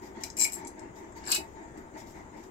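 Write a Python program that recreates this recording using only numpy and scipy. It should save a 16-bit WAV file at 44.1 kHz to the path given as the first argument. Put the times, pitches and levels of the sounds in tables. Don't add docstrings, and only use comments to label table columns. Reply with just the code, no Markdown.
import sys
import numpy as np
from scipy import signal
from scipy.fft import rfft, irfft, next_fast_len
from scipy.io import wavfile
from scipy.ndimage import uniform_filter1d

SR = 44100
rng = np.random.default_rng(int(sys.argv[2]) if len(sys.argv) > 2 else 0)


def wav_record(signal):
    frames = np.transpose(np.atleast_2d(signal))
    bounded = np.clip(frames, -1, 1)
    quanta = np.round(bounded * 32767).astype(np.int16)
    wavfile.write(sys.argv[1], SR, quanta)


def boost(x):
    u = np.asarray(x, float) / 20
    return 10 ** u


N = 110250


# (time [s], peak level [dB], contact pitch [Hz], free ringing [dB])
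LOOSE_TAPS = [(.2352, -24, 6460, -10), (.2362, -28.5, 4800, 1), (.2368, -31.5, 2400, 1),
              (.2385, -28, 11900, -15), (.242, -33, 3830, -7.5), (.261, -48, 7900, -15),
              (.3007, -32.5, 6000, -12), (.3672, -42, 7450, 8), (.3695, -35, 10400, -1),
              (.383, -40, 5230, 1), (.3855, -29, 10200, 7), (.3948, -21, 7400, -2), (.4005, -26, 7500, -2),
              (.4045, -21, 10500, 4), (.412, -29, 5400, 12), (.418, -26.5, 5500, 4),
              (.4225, -23.5, 7560, 4), (.428, -29, 7740, 0), (.4355, -24, 7500, -1), (.4415, -17, 8500, -3),
              (.4435, -21, 4570, -5), (.4478, -20.5, 12600, -8), (.449, -27, 2300, 5),
              (.463, -36, 12000, -3), (.473, -38, 7500, -1), (.5235, -50, 7540, 8), (.527, -44, 9000, 4),
              (.531, -39, 4100, 7.5), (.533, -29.5, 10500, 5), (.539, -30, 9100, 1.5),
              (.548, -41, 7400, -4), (.556, -41, 7640, 1), (.648, -39.5, 7000, -5),
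              (.6695, -36.5, 6000, -14), (.672, -38, 7850, 0.5), (.6775, -38.5, 7900, -2),
              (.7933, -42, 6850, -7), (1.1225, -57, 7300, 1), (1.253, -42.5, 7600, -3),
              (1.263, -40, 4970, 5), (1.268, -42, 4100, 2), (1.2735, -41, 7420, 6.5), (1.279, -41, 5000, 4),
              (1.774, -51.5, 7800, -5), (2.001, -49, 7000, -10)]
# (time [s], pressure [dB], grit sharpness [0-1])
LOOSE_SKATE = [
    (.366, -59, .5),
    (.371, -40.5, 0.26),
    (.383, -38, .4),
    (.395, -26, 0.74),
    (.42, -26, 0.47),
    (.449, -28.5, 0.65),
    (.457, -48, 0.4),
    (.48, -51, 0.9),
    (.5, -46, 0.3),
]
# (time [s], pressure [dB], grit sharpness [0-1])
LOOSE_SKATE_AGAIN = [
    (0.516, -47, 0.6),
    (0.525, -40.5, .8),
    (.536, -42, .8),
    (.545, -38.5, 0.95),
    (.56, -52, 0.92),
    (0.594, -51.5, 0.63),
    (.61, -85, .5),
]
# (frequency [Hz], level [dB], t60 [s])
LOOSE_MODES = [(2277, -8, 0.13), (2416, -11, 0.12), (2876, -22, 0.12), (4060, -12, 0.13),
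               (4820, -18, 0.053), (5110, -11.5, 0.027), (5430, -14, 0.04), (6000, -12, 0.079),
               (7190, -10, 0.04), (7540, -2, 0.066), (7655, 0, 0.06), (8500, -20, 0.044),
               (10360, -10.5, 0.1), (11620, -18, 0.045)]
# (frequency [Hz], level [dB])
LOOSE_THICKET = [(1800, -28.5), (3300, -34.5), (4700, -25), (7500, -21), (9200, -31), (11000, -26.5),
                 (13000, -26), (15700, -29.5)]


def loose_rail():
    modes = body(LOOSE_MODES, LOOSE_THICKET)
    return rail(LOOSE_TAPS, [LOOSE_SKATE, LOOSE_SKATE_AGAIN], modes, tap_db=-4)


# (time [s], peak level [dB], contact pitch [Hz], free ringing [dB])
PRESSED_TAPS = [(1.239, -41, 5300, -10), (1.3005, -26, 11000, -3), (1.303, -25, 13800, -5),
                (1.31, -24, 4240, -0.5), (1.316, -11, 7500, -5), (1.3186, -15, 10500, -3),
                (1.3225, -17.5, 3180, 3), (1.327, -23, 4300, 5), (1.333, -28, 11500, -2),
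                (1.3452, -15, 8200, -1), (1.348, -16.5, 12000, 7), (1.351, -30, 4200, 8),
                (1.359, -21.5, 2970, 6.5), (1.3685, -30.5, 6560, 2), (1.382, -36, 7800, 0),
                (1.397, -42, 7500, 5)]
# (time [s], pressure [dB], grit sharpness [0-1])
PRESSED_SKATE = [
    (1.24, -62, .2),
    (1.255, -61, 0.26),
    (1.265, -45.5, 0.37),
    (1.28, -41.5, 0.32),
    (1.3, -37.5, 0.42),
    (1.325, -28.5, .4),
    (1.365, -35, .5),
    (1.385, -47, .5),
    (1.41, -62, .4),
]
# (frequency [Hz], level [dB], t60 [s])
PRESSED_MODES = [(2254, -13.5, 0.077), (2565, -1.5, 0.1), (2897, -3.5, 0.1), (3810, -3.5, 0.028),
                 (3995, -8, 0.07), (4300, -5.5, 0.053), (4800, -2, 0.03), (5070, -4.5, 0.047),
                 (6000, -6.5, 0.063), (7200, -11, 0.04), (7600, -18, 0.038), (7900, -17, 0.062),
                 (11000, -22, 0.05), (11600, -20, 0.05)]
# (frequency [Hz], level [dB])
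PRESSED_THICKET = [(2000, -32), (3300, -26.5), (4300, -14), (6500, -23.5), (7800, -14), (9300, -29.5),
                   (11500, -19.5), (15700, -23.5)]


def pressed_rail():
    modes = body(PRESSED_MODES, PRESSED_THICKET)
    return rail(PRESSED_TAPS, [PRESSED_SKATE], modes, tap_db=-3.5)


def rail(taps, skates, modes, tap_db):
    click_db = -2
    strong, small = modes
    free, held = contacts(taps, tap_db, abs(small).max())
    grit = skating(skates) / np.linalg.norm(strong.sum(0)[0] + small[0])
    rung = signal.fftconvolve((free + grit)[None], strong, axes=2)[..., :N] * choking()
    rattle = signal.fftconvolve(held + grit, small, axes=1)[:, :N]
    return rung.sum(0) + rattle + boost(click_db) * abs(small).max() * held


def contacts(taps, tap_db, small_peak):
    chatter_s, chatter_db, damping = 0.0014, 3, 2.8
    free, held = np.zeros((2, N)), np.zeros((2, N))
    t = np.arange(256) / SR
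    chance = rng.random((60, 2, 4, 2))
    for (start_s, db, hz, ring_db), (late, size) in zip(taps, chance.transpose(0, 3, 1, 2)):
        since = np.maximum(t - chatter_s * late[..., None], 0)
        first = pulse(t, hz, damping)
        again = (2 * size[..., None] - 1) * pulse(since, hz, damping)
        blow = first + boost(chatter_db) * again.sum(1)
        blow *= boost(db + tap_db) / np.linalg.norm(blow[0]) / small_peak
        start = round(start_s * SR)
        held[:, start:][:, :256] += blow
        free[:, start:][:, :256] += blow * boost(ring_db)
    return free, held


def pulse(t, hz, damping):
    return np.cos(2 * np.pi * hz * t) * t ** 2 * np.exp(-t * hz * damping)


def skating(skates):
    grit_per_s, spread_db, grit_apart = 2000, 3, 0.6
    t = np.arange(N) / SR
    hits = rng.random(N) < grit_per_s / SR
    hail = hits * boost(spread_db * np.minimum(rng.exponential(1, N), 4))
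    hail = hail * (rng.standard_normal(N) + grit_apart * rng.standard_normal((2, N)))
    dull = evened(uniform_filter1d(hail, size=3))
    sharp = evened(np.diff(hail, prepend=0))
    grit = 0
    for when, db, edge in map(np.transpose, skates):
        edge = np.clip(np.interp(t, when, edge), 0, 1)
        pressure = boost(np.interp(t, when, db, -120, -120))
        grit = grit + pressure * ((1 - edge) * dull + edge * sharp)
    return grit


def choking():
    flutter_db = 2.5
    drift = uniform_filter1d(rng.standard_normal((4, 1, N)), size=180)
    drift = uniform_filter1d(drift, size=180)
    flutter = boost(flutter_db * evened(drift))
    return flutter / np.sqrt(np.mean(flutter ** 2))


def body(modes, thicket, count=200):
    pair_hz, thicket_t60_s = 32, 0.032
    hz, db, t60 = np.repeat(modes, 2, axis=0).T
    hz = hz + pair_hz * np.tile([-.5, .5], len(modes))
    strong = np.array([ring(hz[k::4], db[k::4] - 3, t60[k::4]) for k in range(4)])
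    hz = np.linspace(thicket[0][0], thicket[-1][0], count)
    u = rng.random(count)
    return strong, ring(hz + 60 * u, read(thicket, hz) + 4, thicket_t60_s * (.5 + u))


def ring(hz, db, t60):
    t = np.arange(SR // 4) / SR
    u = rng.random((2, len(hz), 2, 1))
    phase, strength_db = u[:, :, 0], 7.2 * u[:, :, 1]
    fade_db = db[:, None] - 10 * np.log10(t60[:, None] / .1) - 60 * t / t60[:, None]
    return (boost(fade_db + strength_db) * np.sin(2 * np.pi * (hz[:, None] * t + phase))).sum(1)


def room(x):
    room_db, t60_s, top_t60_s = -7, 0.16, 0.15
    hz, t, z = signal.stft(rng.standard_normal((2, SR // 2)), SR, nperseg=256)
    t60 = read([(2000, t60_s), (14000, top_t60_s)], hz)[:, None]
    tail = signal.istft(z * boost(-60 * t / t60) * (t > .004), SR, nperseg=256)[1]
    wet = signal.fftconvolve(x, tail / np.linalg.norm(tail[0]), axes=1)[:, :N]
    return x + boost(room_db) * wet


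# (start [s], length [s], throb level [dB], hiss level [dB])
STROKES = [(.01, 0.029, -45, -58.5), (0.141, 0.1, -47, -55.5), (0.356, 0.13, -49.5, -54),
           (0.548, 0.11, -48, -56.5), (0.755, 0.093, -47, -61), (0.954, 0.092, -48, -61.5),
           (1.143, 0.15, -51.5, -54), (1.345, 0.071, -45, -75), (1.54, 0.087, -50.5, -61),
           (1.735, 0.058, -49, -70), (1.934, 0.043, -45, -56), (2.13, 0.081, -48, -61.5),
           (2.32, 0.064, -48.5, -60.5)]
# (frequency [Hz], width [Hz], level [dB])
CASING = [(228.6, 34, -6.5), (317.2, 35, -1.5), (374.1, 31.6, -1.5), (652, 39.5, -9), (870, 196, -10.5),
          (912.5, 28, -2.5), (1920, 590, -20.5)]
# (frequency [Hz], density [dB per Hz])
PUFF = [(590, -42), (1000, -5), (1340, -7), (2250, 1), (2530, -13), (4680, -15.5), (7350, -15.5),
        (9170, -40), (16000, -47)]


def machine():
    rise_s, fall_s, idle_db = 0.03, 0.058, -59.5

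    def resonances(hz):
        return np.sqrt(sum(boost(2 * db) / (1 + (2 * (hz - f) / w) ** 2) ** 2 for f, w, db in CASING))

    casing = noise(resonances, patchy_db=1.5)
    puff = noise(lambda hz: boost(read(PUFF, hz)), patchy_db=5.0)
    throb = boost(idle_db) + sum(swell(s, n, db, rise_s, fall_s) for s, n, db, _ in STROKES)
    hiss = sum(swell(s, n, db, rise_s, fall_s) for s, n, _, db in STROKES)
    return casing * throb + puff * hiss


# (start [s], length [s], level [dB])
RUSTLES = [(0.011, 0.064, -59.5), (0.2, 0.076, -55.5), (0.95, 0.036, -59.5), (1.154, 0.026, -58.5),
           (1.436, 0.098, -69.5), (1.767, 0.013, -62), (1.966, 0.044, -56), (2.061, 0.056, -60),
           (2.148, 0.048, -67.5), (2.357, 0.045, -64), (2.426, .015, -61.5)]
# (frequency [Hz], density [dB per Hz])
RUSTLE_SPECTRUM = [(1470, -12.5), (2500, -8.5), (3830, -1), (4210, -10), (4880, -0.5), (7360, -1),
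                   (9290, -19), (12400, -8), (16000, -14)]
# (frequency [Hz], level [dB])
WALL_SPECTRUM = [(400, -14), (800, -1.5), (1200, -5), (1700, -2), (2300, -44)]
# (start [s], length [s], level [dB])
WALL_RUB = (1.265, 0.09, -42)


def rustles():
    swish = noise(lambda hz: boost(read(RUSTLE_SPECTRUM, hz)), patchy_db=2.5)
    swish = swish * sum(swell(*row, rise=0.012, fall=0.03) for row in RUSTLES)
    rub = noise(lambda hz: boost(read(WALL_SPECTRUM, hz)) * (hz > 300) * (hz < 2600), patchy_db=2.5)
    return swish + rub * swell(*WALL_RUB, rise=0.016, fall=0.015)


# (frequency [Hz], density [dB per Hz])
RUMBLE = [(22, -12), (52, 0), (150, -7), (350, -3.5), (550, -10.5), (950, -13), (2100, -22), (3000, -44)]
# (frequency [Hz], density [dB per Hz])
AIR = [(1470, -54), (2500, -9), (3600, -13), (4550, -19), (4730, -13), (5560, -16.5), (6860, -3.5),
       (10500, -28.5), (16000, -22.5)]


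def floor():
    rumble_db, air_db = -50.5, -67
    rumble = noise(lambda hz: boost(read(RUMBLE, hz)) * (hz < 3500), patchy_db=2.0)
    air = noise(lambda hz: boost(read(AIR, hz)), patchy_db=3.0)
    return boost(rumble_db) * rumble + boost(air_db) * air


# (frequency [Hz], likeness [0-1])
SAME = [(60, 0.97), (150, 1), (300, 0.91), (700, 0.16), (1400, 0.41), (3000, 0.079), (8000, 0.044)]


def noise(shape, patchy_db):
    hz = np.fft.rfftfreq(2048, 1 / SR)
    a, b, c, d, patch = rng.standard_normal((N // 512 + 5, 1025, 5)).T
    patch = uniform_filter1d(patch, size=16, axis=0)
    patch = evened(uniform_filter1d(patch, size=4, axis=1))
    same = np.clip(read(SAME, hz), 0, 1)[:, None]
    left = a + 1j * b
    right = same * left + np.sqrt(1 - same ** 2) * (c + 1j * d)
    z = np.array([left, right]) * shape(hz)[:, None] * boost(patchy_db * patch)
    return evened(signal.istft(z, nperseg=2048, noverlap=1536)[1][:, :N])


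def swell(start, length, db, rise, fall):
    t = np.arange(N) / SR - start
    return boost(db) * np.clip(t / rise, 0, 1) * np.exp(-np.maximum(t - length, 0) / fall)


def read(points, hz):
    f, value = np.transpose(points)
    return np.interp(np.log(hz + 1), np.log(f + 1), value)


def evened(x):
    return x / np.sqrt(np.mean(x ** 2) + 1e-20)


def scene():
    loose = loose_rail()
    pressed = pressed_rail()
    return room(loose + pressed) + machine() + rustles() + floor()


def band_limit(x):
    return signal.sosfilt(signal.butter(12, 16270, fs=SR, output="sos"), x)


# (frequency [Hz], left over right [dB])
PORTS = [(60, 6.5), (380, 2), (800, 4.5), (4400, 2), (7300, 10.5), (8600, 10), (10500, -11), (15000, -1)]


def record(dry):
    lag_s, edge_hz = 0.0003224, 15950
    size = next_fast_len(N + 512)
    hz = np.fft.rfftfreq(size, 1 / SR)
    tilt = boost(read(PORTS, hz) / 2)
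    edge = 1 / (1 + (hz / edge_hz) ** 120)
    ports = np.array([tilt + 0j, np.exp(-2j * np.pi * hz * lag_s) / tilt])
    mix = irfft(rfft(dry, size) * ports * edge, size)[:, :N]
    return band_limit(mix)


dry = scene()
out = record(dry)
wav_record(out)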